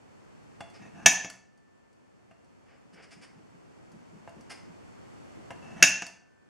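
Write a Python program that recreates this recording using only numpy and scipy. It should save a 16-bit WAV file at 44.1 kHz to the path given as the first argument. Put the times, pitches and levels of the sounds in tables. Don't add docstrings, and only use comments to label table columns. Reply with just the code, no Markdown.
import sys
import numpy as np
from scipy import signal
from scipy.fft import rfft, irfft
from scipy.io import wavfile
from scipy.ndimage import uniform_filter1d

SR = 44100
rng = np.random.default_rng(int(sys.argv[2]) if len(sys.argv) > 2 else 0)


def store_pcm(level_fs):
    pcm = np.round(np.clip(level_fs, -1, 1) * 32767).astype(np.int16)
    wavfile.write(sys.argv[1], SR, np.atleast_2d(pcm).T)


N = 286191
TIME = np.arange(N) / SR
AGE = TIME[:SR // 2]
ONSET = 441

# frequency in Hz, relative level at the first spot in dB, at the second in dB, T60 in seconds.
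PLATE_MODES = [(686, -15, -21, .12), (1495, -16, -8, .08), (1574, -23, -10, .1), (1700, -11, -7, .08),
               (1745, 3, 1, .06), (1807, -8, -11, .11), (1915, -16, -16, .08), (2253, -7, -12, .13),
               (2397, -16, -17, .09), (2638, 2, 3, .05), (2705, -7, 0, .065), (2850, -11, -4, .04),
               (3370, -11, -20, .11), (3745, -17, -19, .13), (5075, -28, -13, .15), (5145, -28, -13, .15),
               (5320, -21, -19, .13), (5807, 0, -3, .07), (6055, -15, -15, .08), (6195, 2, 3, .05),
               (6260, -9, -11, .08), (6656, -7, -6, .07), (6743, -5, -3, .1), (6893, -8, -12, .11),
               (8405, -22, -22, .16), (9075, -20, -18, .11), (9235, -26, -17, .12), (10670, -29, -29, .14),
               (11355, -26, -27, .15), (11850, -23, -34, .15)]
# frequency in Hz, relative level at the first spot in dB, at the second in dB, T60 in seconds.
LOOSE_MODES = [(677, 1.5, -7.5, 0.17), (1345.5, -13.5, 2, 0.0057), (1440, 0, -17.5, 0.05),
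               (1775, -19.5, -7, .1), (1940, -18.5, -11.5, 0.078), (2210, -15, -11, 0.06),
               (2750, -1.5, -3.5, 0.11), (2780, -15.5, -4, 0.15), (3420, -6.5, -27, 0.23),
               (4550, -1.5, -24, 0.11), (5600, -10.5, -6, .1), (5900, -8, -9, 0.11), (6817, -6.5, -5, 0.14)]
# frequency in Hz, relative level in dB.
TAP_COLOUR = [(50, -14.5), (125, 5), (350, -11.5), (680, 9), (1100, -1), (1450, -1.5), (2000, -2.5),
              (4000, -17.5), (9000, -0.5), (15000, -18)]
# frequency in Hz, relative level in dB.
BUMP_COLOUR = [(50, -28.5), (120, -6.5), (170, 3.5), (200, 5), (240, -6.5), (320, -6.5), (550, -22.5),
               (2000, -37), (8000, -70)]
# start in seconds, level in dB, delay until the hand lets up in seconds,
# reset strength in dB, spot.
FIRINGS = [(1.0611, 7.5, .1855, -2, 0.04), (5.8269, 8, .1944, 1, 1)]


def undb(db):
    return 10 ** (np.asarray(db) / 20)


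def unit(x, count=None):
    return x / np.sqrt(np.mean(x[:count] ** 2))


def at(points, hz):
    table_hz, value = np.transpose(points)
    return np.interp(np.log(np.maximum(hz, 1)), np.log(table_hz), value)


def colour(x, points):
    size = 4096
    gain = undb(at(points, np.fft.rfftfreq(size, 1 / SR)))
    cepstrum = irfft(np.log(gain))
    cepstrum[1:size // 2] *= 2
    cepstrum[size // 2 + 1:] = 0
    response = irfft(np.exp(rfft(cepstrum)))
    return signal.fftconvolve(x, response)[:len(x)]


def soften(x, cutoff_hz):
    lowpass = signal.butter(2, min(cutoff_hz, SR * 4 / 9), fs=SR, output="sos")
    return signal.sosfilt(lowpass, x)


def fade(t, t60_s):
    return np.exp(-np.log(1000) * t / t60_s)


def burst(body, t60_s):
    noise = rng.standard_normal(len(AGE))
    return unit(colour(noise * fade(AGE, t60_s), body), count=ONSET)


def stroke(length_s):
    half_sine = np.sin(np.pi * np.minimum(AGE / length_s, 1))
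    return np.sqrt(np.maximum(half_sine, 0))


def uneven_slips(grain_levels_db):
    return rng.standard_normal(len(AGE)) * undb(grain_levels_db)


def rub(length_s, body, grain_db):
    slips = uneven_slips(grain_db * rng.standard_normal(len(AGE)))
    return colour(slips * stroke(length_s), body)


def spot_gain(first_db, second_db, spot):
    return undb(first_db + np.clip(spot, 0, 1) * (second_db - first_db))


def plate(modes, spot):
    hz, first_db, second_db, t60_s = np.transpose(modes)[:, :, None]
    phase = rng.uniform(0, 2 * np.pi, hz.shape)
    tones = fade(AGE, t60_s) * np.sin(2 * np.pi * hz * AGE + phase)
    return unit(np.sum(spot_gain(first_db, second_db, spot) * tones, axis=0), count=ONSET)


def add(track, start_s, sound):
    i = int(start_s * SR)
    track[i:i + len(sound)] += sound[:N - i]


def play(rows, sound, *shared):
    out = np.zeros(N)
    for start_s, *own in rows:
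        add(out, start_s, sound(*own, *shared))
    return out


def stereo(mid, side):
    return np.array([mid + side, mid - side])


def shop():
    # frequency in Hz, relative density in dB.
    mid_colour = [(15, -48.5), (25, -21.5), (106, 1), (154, -1.5), (257, -1), (293, -4), (354, -2.5),
                  (438, -5), (903, -7), (2630, -16.5), (4040, -27), (4500, -23.5), (7680, -24),
                  (12800, -41.5), (15000, -64)]
    # frequency in Hz, relative density in dB.
    side_colour = [(15, -58.5), (25, -23.5), (101, -5), (264, -2), (621, -11.5), (673, -13.5), (729, -13.5),
                   (2780, -28), (3930, -37.5), (5880, -35.5), (6900, -39), (7890, -75), (15000, -71)]
    mid_db, side_db = -55, -47.5
    whine_hz, whine_db = 4370, -80
    mid = undb(mid_db) * unit(colour(rng.standard_normal(N), mid_colour))
    side = undb(side_db) * unit(colour(rng.standard_normal(N), side_colour))
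    whine = undb(whine_db) * unit(np.sin(2 * np.pi * whine_hz * TIME))
    return stereo(mid, side) + whine


def room_tail(build_s=0.0009):
    # frequency in Hz, T60 in seconds.
    room_t60 = [(120, 0.52), (700, .5), (2000, 0.4018), (6000, 0.3918), (14000, 0.17)]
    hz, t, cells = signal.stft(rng.standard_normal(SR), SR, nperseg=256)
    decaying = cells * fade(t, at(room_t60, hz)[:, None])
    tail = signal.istft(decaying, SR)[1][:SR]
    build_up = 1 - np.exp(-(TIME[:SR] / build_s) ** 2)
    spectrum = rfft(tail * build_up, 2 * SR)
    local_power = np.convolve(np.abs(spectrum) ** 2, signal.windows.gaussian(121, 14), "same")
    tail = irfft(spectrum / np.sqrt(local_power))[:SR]
    return tail / np.sqrt(np.sum(tail ** 2))


def room(x):
    # frequency in Hz, side minus mid in dB.
    side_colour = [(100, -9.5), (300, -18), (2000, -11.5), (6000, -11), (14000, -16)]
    responses = stereo(room_tail(), colour(room_tail(), side_colour))
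    return signal.fftconvolve(x[None], responses, axes=1)[:, :N]


def bump(db, length_s):
    push = rub(length_s, BUMP_COLOUR, grain_db=2.0)
    return undb(db) * unit(push, count=int(length_s * SR))


def fidget(span_s, db, count, spread_db=2.0):
    place, size = rng.uniform(0, 1, (count, 2)).T
    times_s = np.interp(np.arange(count) + place, [0, count], span_s)
    return list(zip(times_s, db + spread_db * (2 * size - 1)))


def scrape(db, length_s, cutoff_hz):
    # frequency in Hz, relative level in dB.
    scrape_colour = [(150, -16), (450, 3), (1050, -2.5), (1750, 3), (2900, -0.5), (4000, -13), (4850, 1.5),
                     (5300, 1.5), (5850, -7.5), (8500, -11), (9650, -8), (10500, -24), (15000, -39.5)]
    rasp = soften(rub(length_s, scrape_colour, grain_db=0.5), cutoff_hz)
    return undb(db) * unit(rasp, count=int(length_s * SR))


def tick(db, t60_s, ring_db=-5):
    # frequency in Hz, relative level in dB.
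    tick_colour = [(300, -12), (2000, -0.5), (3600, -13.5), (4450, -0.5), (5200, -0.5), (7500, -4.5),
                   (9000, -3.5), (12000, -17.5), (16000, -34.5)]
    clink = unit(colour(plate(LOOSE_MODES, 0), tick_colour), count=ONSET)
    return undb(db) * (burst(tick_colour, t60_s) + undb(ring_db) * clink)


def tap(db, contact_hz, spot, t60_s=.055, ring_db=-5):
    knock = burst(TAP_COLOUR, t60_s) + undb(ring_db) * plate(LOOSE_MODES, spot)
    return undb(db) * unit(soften(knock, contact_hz), count=ONSET)


def recoil(db):
    # frequency in Hz, relative level in dB, T60 in seconds.
    bench_modes = [(134, -12, .06), (190, -0.5, 0.21), (262, -7, .14), (298, -8.5, .13)]
    hz, mode_db, t60_s = np.transpose(bench_modes)[:, :, None]
    tones = undb(mode_db) * fade(AGE, t60_s) * np.cos(2 * np.pi * hz * AGE)
    return undb(db) * unit(np.sum(tones, axis=0), count=ONSET)


def handling():
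    # start in seconds, level in dB, contact cut-off in Hz, spot.
    taps = [(0.6063, -34.5, 3240, 0.2), (2.311, -45, 2363, 0.83), (4.2758, -39.5, 1460, 0.75),
            (5.5056, -39.5, 2790, 1)]
    # start in seconds, burst level in dB.
    ticks = [(.607, -65), (.7, -61), (1.575, -61), (1.929, -63.5), (2.445, -64), (3.917, -60.5),
             (4.292, -60.5), (4.408, -58.5)]
    # start in seconds, level in dB, length in seconds, treble cut-off in Hz.
    scrapes = [(.735, -54, 0.045, 7300), (2.66, -56, 0.11, 2600), (2.929, -52.5, .027, 14000),
               (2.955, -48.5, 0.069, 2430), (3.02, -49.5, 0.038, 8950), (3.106, -47, 0.043, 11680),
               (3.212, -47.5, 0.046, 11800), (4.4955, -41.5, 0.037, 16050)]
    # start in seconds, level in dB.
    bumps = [(3.52, -55), (3.915, -49.5), (4.125, -48), (4.36, -50), (4.665, -53), (5.36, -55.5)]
    tick_t60_s, bump_s, tap_thud_db = 0.05, 0.056, -14
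    chance_bumps = fidget(span_s=(2.7, 3.4), db=-51.5, count=3)
    metal = play(taps, tap) + play(ticks, tick, tick_t60_s)
    bench = play(bumps + chance_bumps, bump, bump_s)
    bench += play([(start_s, db + tap_thud_db) for start_s, db, *_ in taps], recoil)
    return metal, play(scrapes, scrape), bench


def grinding(grain_db=4.5, contact_hz=3000, jerk_db=2, release_t60_s=.2):
    # start in seconds, length in seconds, final level in dB, spot.
    pushes = [(0.794, .055, -48, 0.2), (0.946, 0.091, -50, 0.8), (5.625, 0.092, -52.5, 0.96),
              (5.761, 0.073, -44.5, 0.9)]
    rise_db_per_s, bench_db = 75, 1
    metal, bench = np.zeros(N), np.zeros(N)
    for start_s, length_s, final_db, spot in pushes:
        rise = undb(final_db - rise_db_per_s * np.maximum(length_s - AGE, 0))
        effort = rise * fade(np.maximum(AGE - length_s, 0), release_t60_s)
        jerks = unit(uniform_filter1d(rng.standard_normal(len(AGE)), size=900))
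        slips = uneven_slips(grain_db * rng.standard_normal(len(AGE)) + jerk_db * jerks)
        ring = unit(signal.fftconvolve(slips, plate(PLATE_MODES, spot))[:len(AGE)])
        body = unit(colour(slips, TAP_COLOUR))
        add(metal, start_s, effort * unit(soften(ring + body, contact_hz)))
        add(bench, start_s, effort * undb(bench_db) * unit(colour(slips, BUMP_COLOUR)))
    return metal, bench


def long_ring(db, spot):
    # frequency in Hz, peak level at the first spot in dB re the snap level, at the second in dB.
    ring_modes = [(1489, -84.5, -61), (1560, -86, -60.5), (1766, -55.5, -55)]
    ring_t60_s = 3.3
    hz, first_db, second_db = np.transpose(ring_modes)[:, :, None]
    gain = undb(db) * spot_gain(first_db, second_db, spot)
    return np.sum(gain * np.sin(2 * np.pi * hz * TIME), axis=0) * fade(TIME, ring_t60_s)


def blow(db, contact_hz, spot, crack_db=-3, crack_t60_s=0.029, spike_db=-14, spike_t60_s=0.007):
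    # frequency in Hz, relative level in dB.
    crack_colour = [(50, -37), (170, 0), (420, -15), (700, 1.5), (1200, -9), (1750, -3), (2700, 2.5),
                    (3200, -2.5), (4000, -14), (4700, 0), (5500, 0), (6550, 7.5), (7600, -13.5),
                    (16000, -25)]
    # frequency in Hz, gain in dB.
    ring_colour = [(700, 0), (1500, 1), (1780, -0.5), (2300, 0), (2700, 2), (3400, 1.5), (5100, 1),
                   (6500, 0), (9000, 0), (12000, 0)]
    bright_noise = soften(np.gradient(rng.standard_normal(len(AGE))), 9500)
    spike = unit(bright_noise * fade(AGE, spike_t60_s), count=ONSET)
    ring = colour(plate(PLATE_MODES, spot), ring_colour)
    hit = ring + undb(crack_db) * burst(crack_colour, crack_t60_s) + undb(spike_db) * spike
    return undb(db) * unit(soften(hit, contact_hz), count=ONSET)


def snaps():
    hammer_hz, recoil_db = 14000, -25.5
    trip_lead_s, trip_db, trip_hz = .0018, -20, 3220
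    rebound_s, rebound_db, rebound_hz = .0105, -8, 3050
    settle_s, settle_db = .0201, -20
    reset_db, reset_hz = -29, 7500
    knock_db, knock_hz, thud_db = -34.5, 2500, -38.5
    return_s, return_db, return_t60_s = .2392, -38.5, 0.023
    metal, bench = np.zeros(N), np.zeros(N)
    for start_s, db, let_up_s, strength_db, spot in FIRINGS:
        add(metal, start_s - trip_lead_s, blow(db + trip_db, trip_hz, spot))
        add(metal, start_s, blow(db, hammer_hz, spot))
        add(bench, start_s, recoil(db + recoil_db))
        add(metal, start_s + rebound_s, blow(db + rebound_db, rebound_hz, spot))
        add(metal, start_s + settle_s, blow(db + settle_db, hammer_hz, spot))
        reset_at_s = start_s + let_up_s
        add(metal, reset_at_s, blow(db + strength_db + reset_db, reset_hz, spot))
        add(metal, reset_at_s, tap(db + strength_db + knock_db, knock_hz, spot))
        add(bench, reset_at_s, recoil(db + thud_db))
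        add(metal, start_s + return_s, tick(db + return_db, return_t60_s))
    return metal, bench


def scene(punch_room_db=-6, scrape_room_db=-3, bump_room_db=-7):
    snap, shove = snaps()
    grind, strain = grinding()
    clicks, rasp, shifts = handling()
    punch = snap + grind + clicks
    thud = shove + strain + shifts
    ring = play([(start_s, db, spot) for start_s, db, *_, spot in FIRINGS], long_ring)
    room_feed = undb(punch_room_db) * punch + undb(scrape_room_db) * rasp + undb(bump_room_db) * thud
    return punch + ring + rasp + thud + room(room_feed) + shop()


def gain_control(x, limit_db=-7, range_db=16, recovery_db_per_s=3.5, start_cut_db=7):
    power = uniform_filter1d(np.mean(x ** 2, axis=0), size=44)
    level_db = 10 * np.log10(np.maximum(power, 1e-12))
    excess_db = np.clip(level_db - limit_db, 0, range_db)
    climb_db = recovery_db_per_s * TIME
    held_db = np.maximum.accumulate(excess_db + climb_db)
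    cut_db = np.maximum(held_db, start_cut_db) - climb_db
    return x * undb(-cut_db)


def record(dry):
    top_hz = 16000
    clipped = np.clip(gain_control(dry), -1, 1)
    top_cut = signal.ellip(8, .2, 70, top_hz, fs=SR, output="sos")
    return signal.sosfilt(top_cut, clipped)


dry = scene()
out = record(dry)
store_pcm(out)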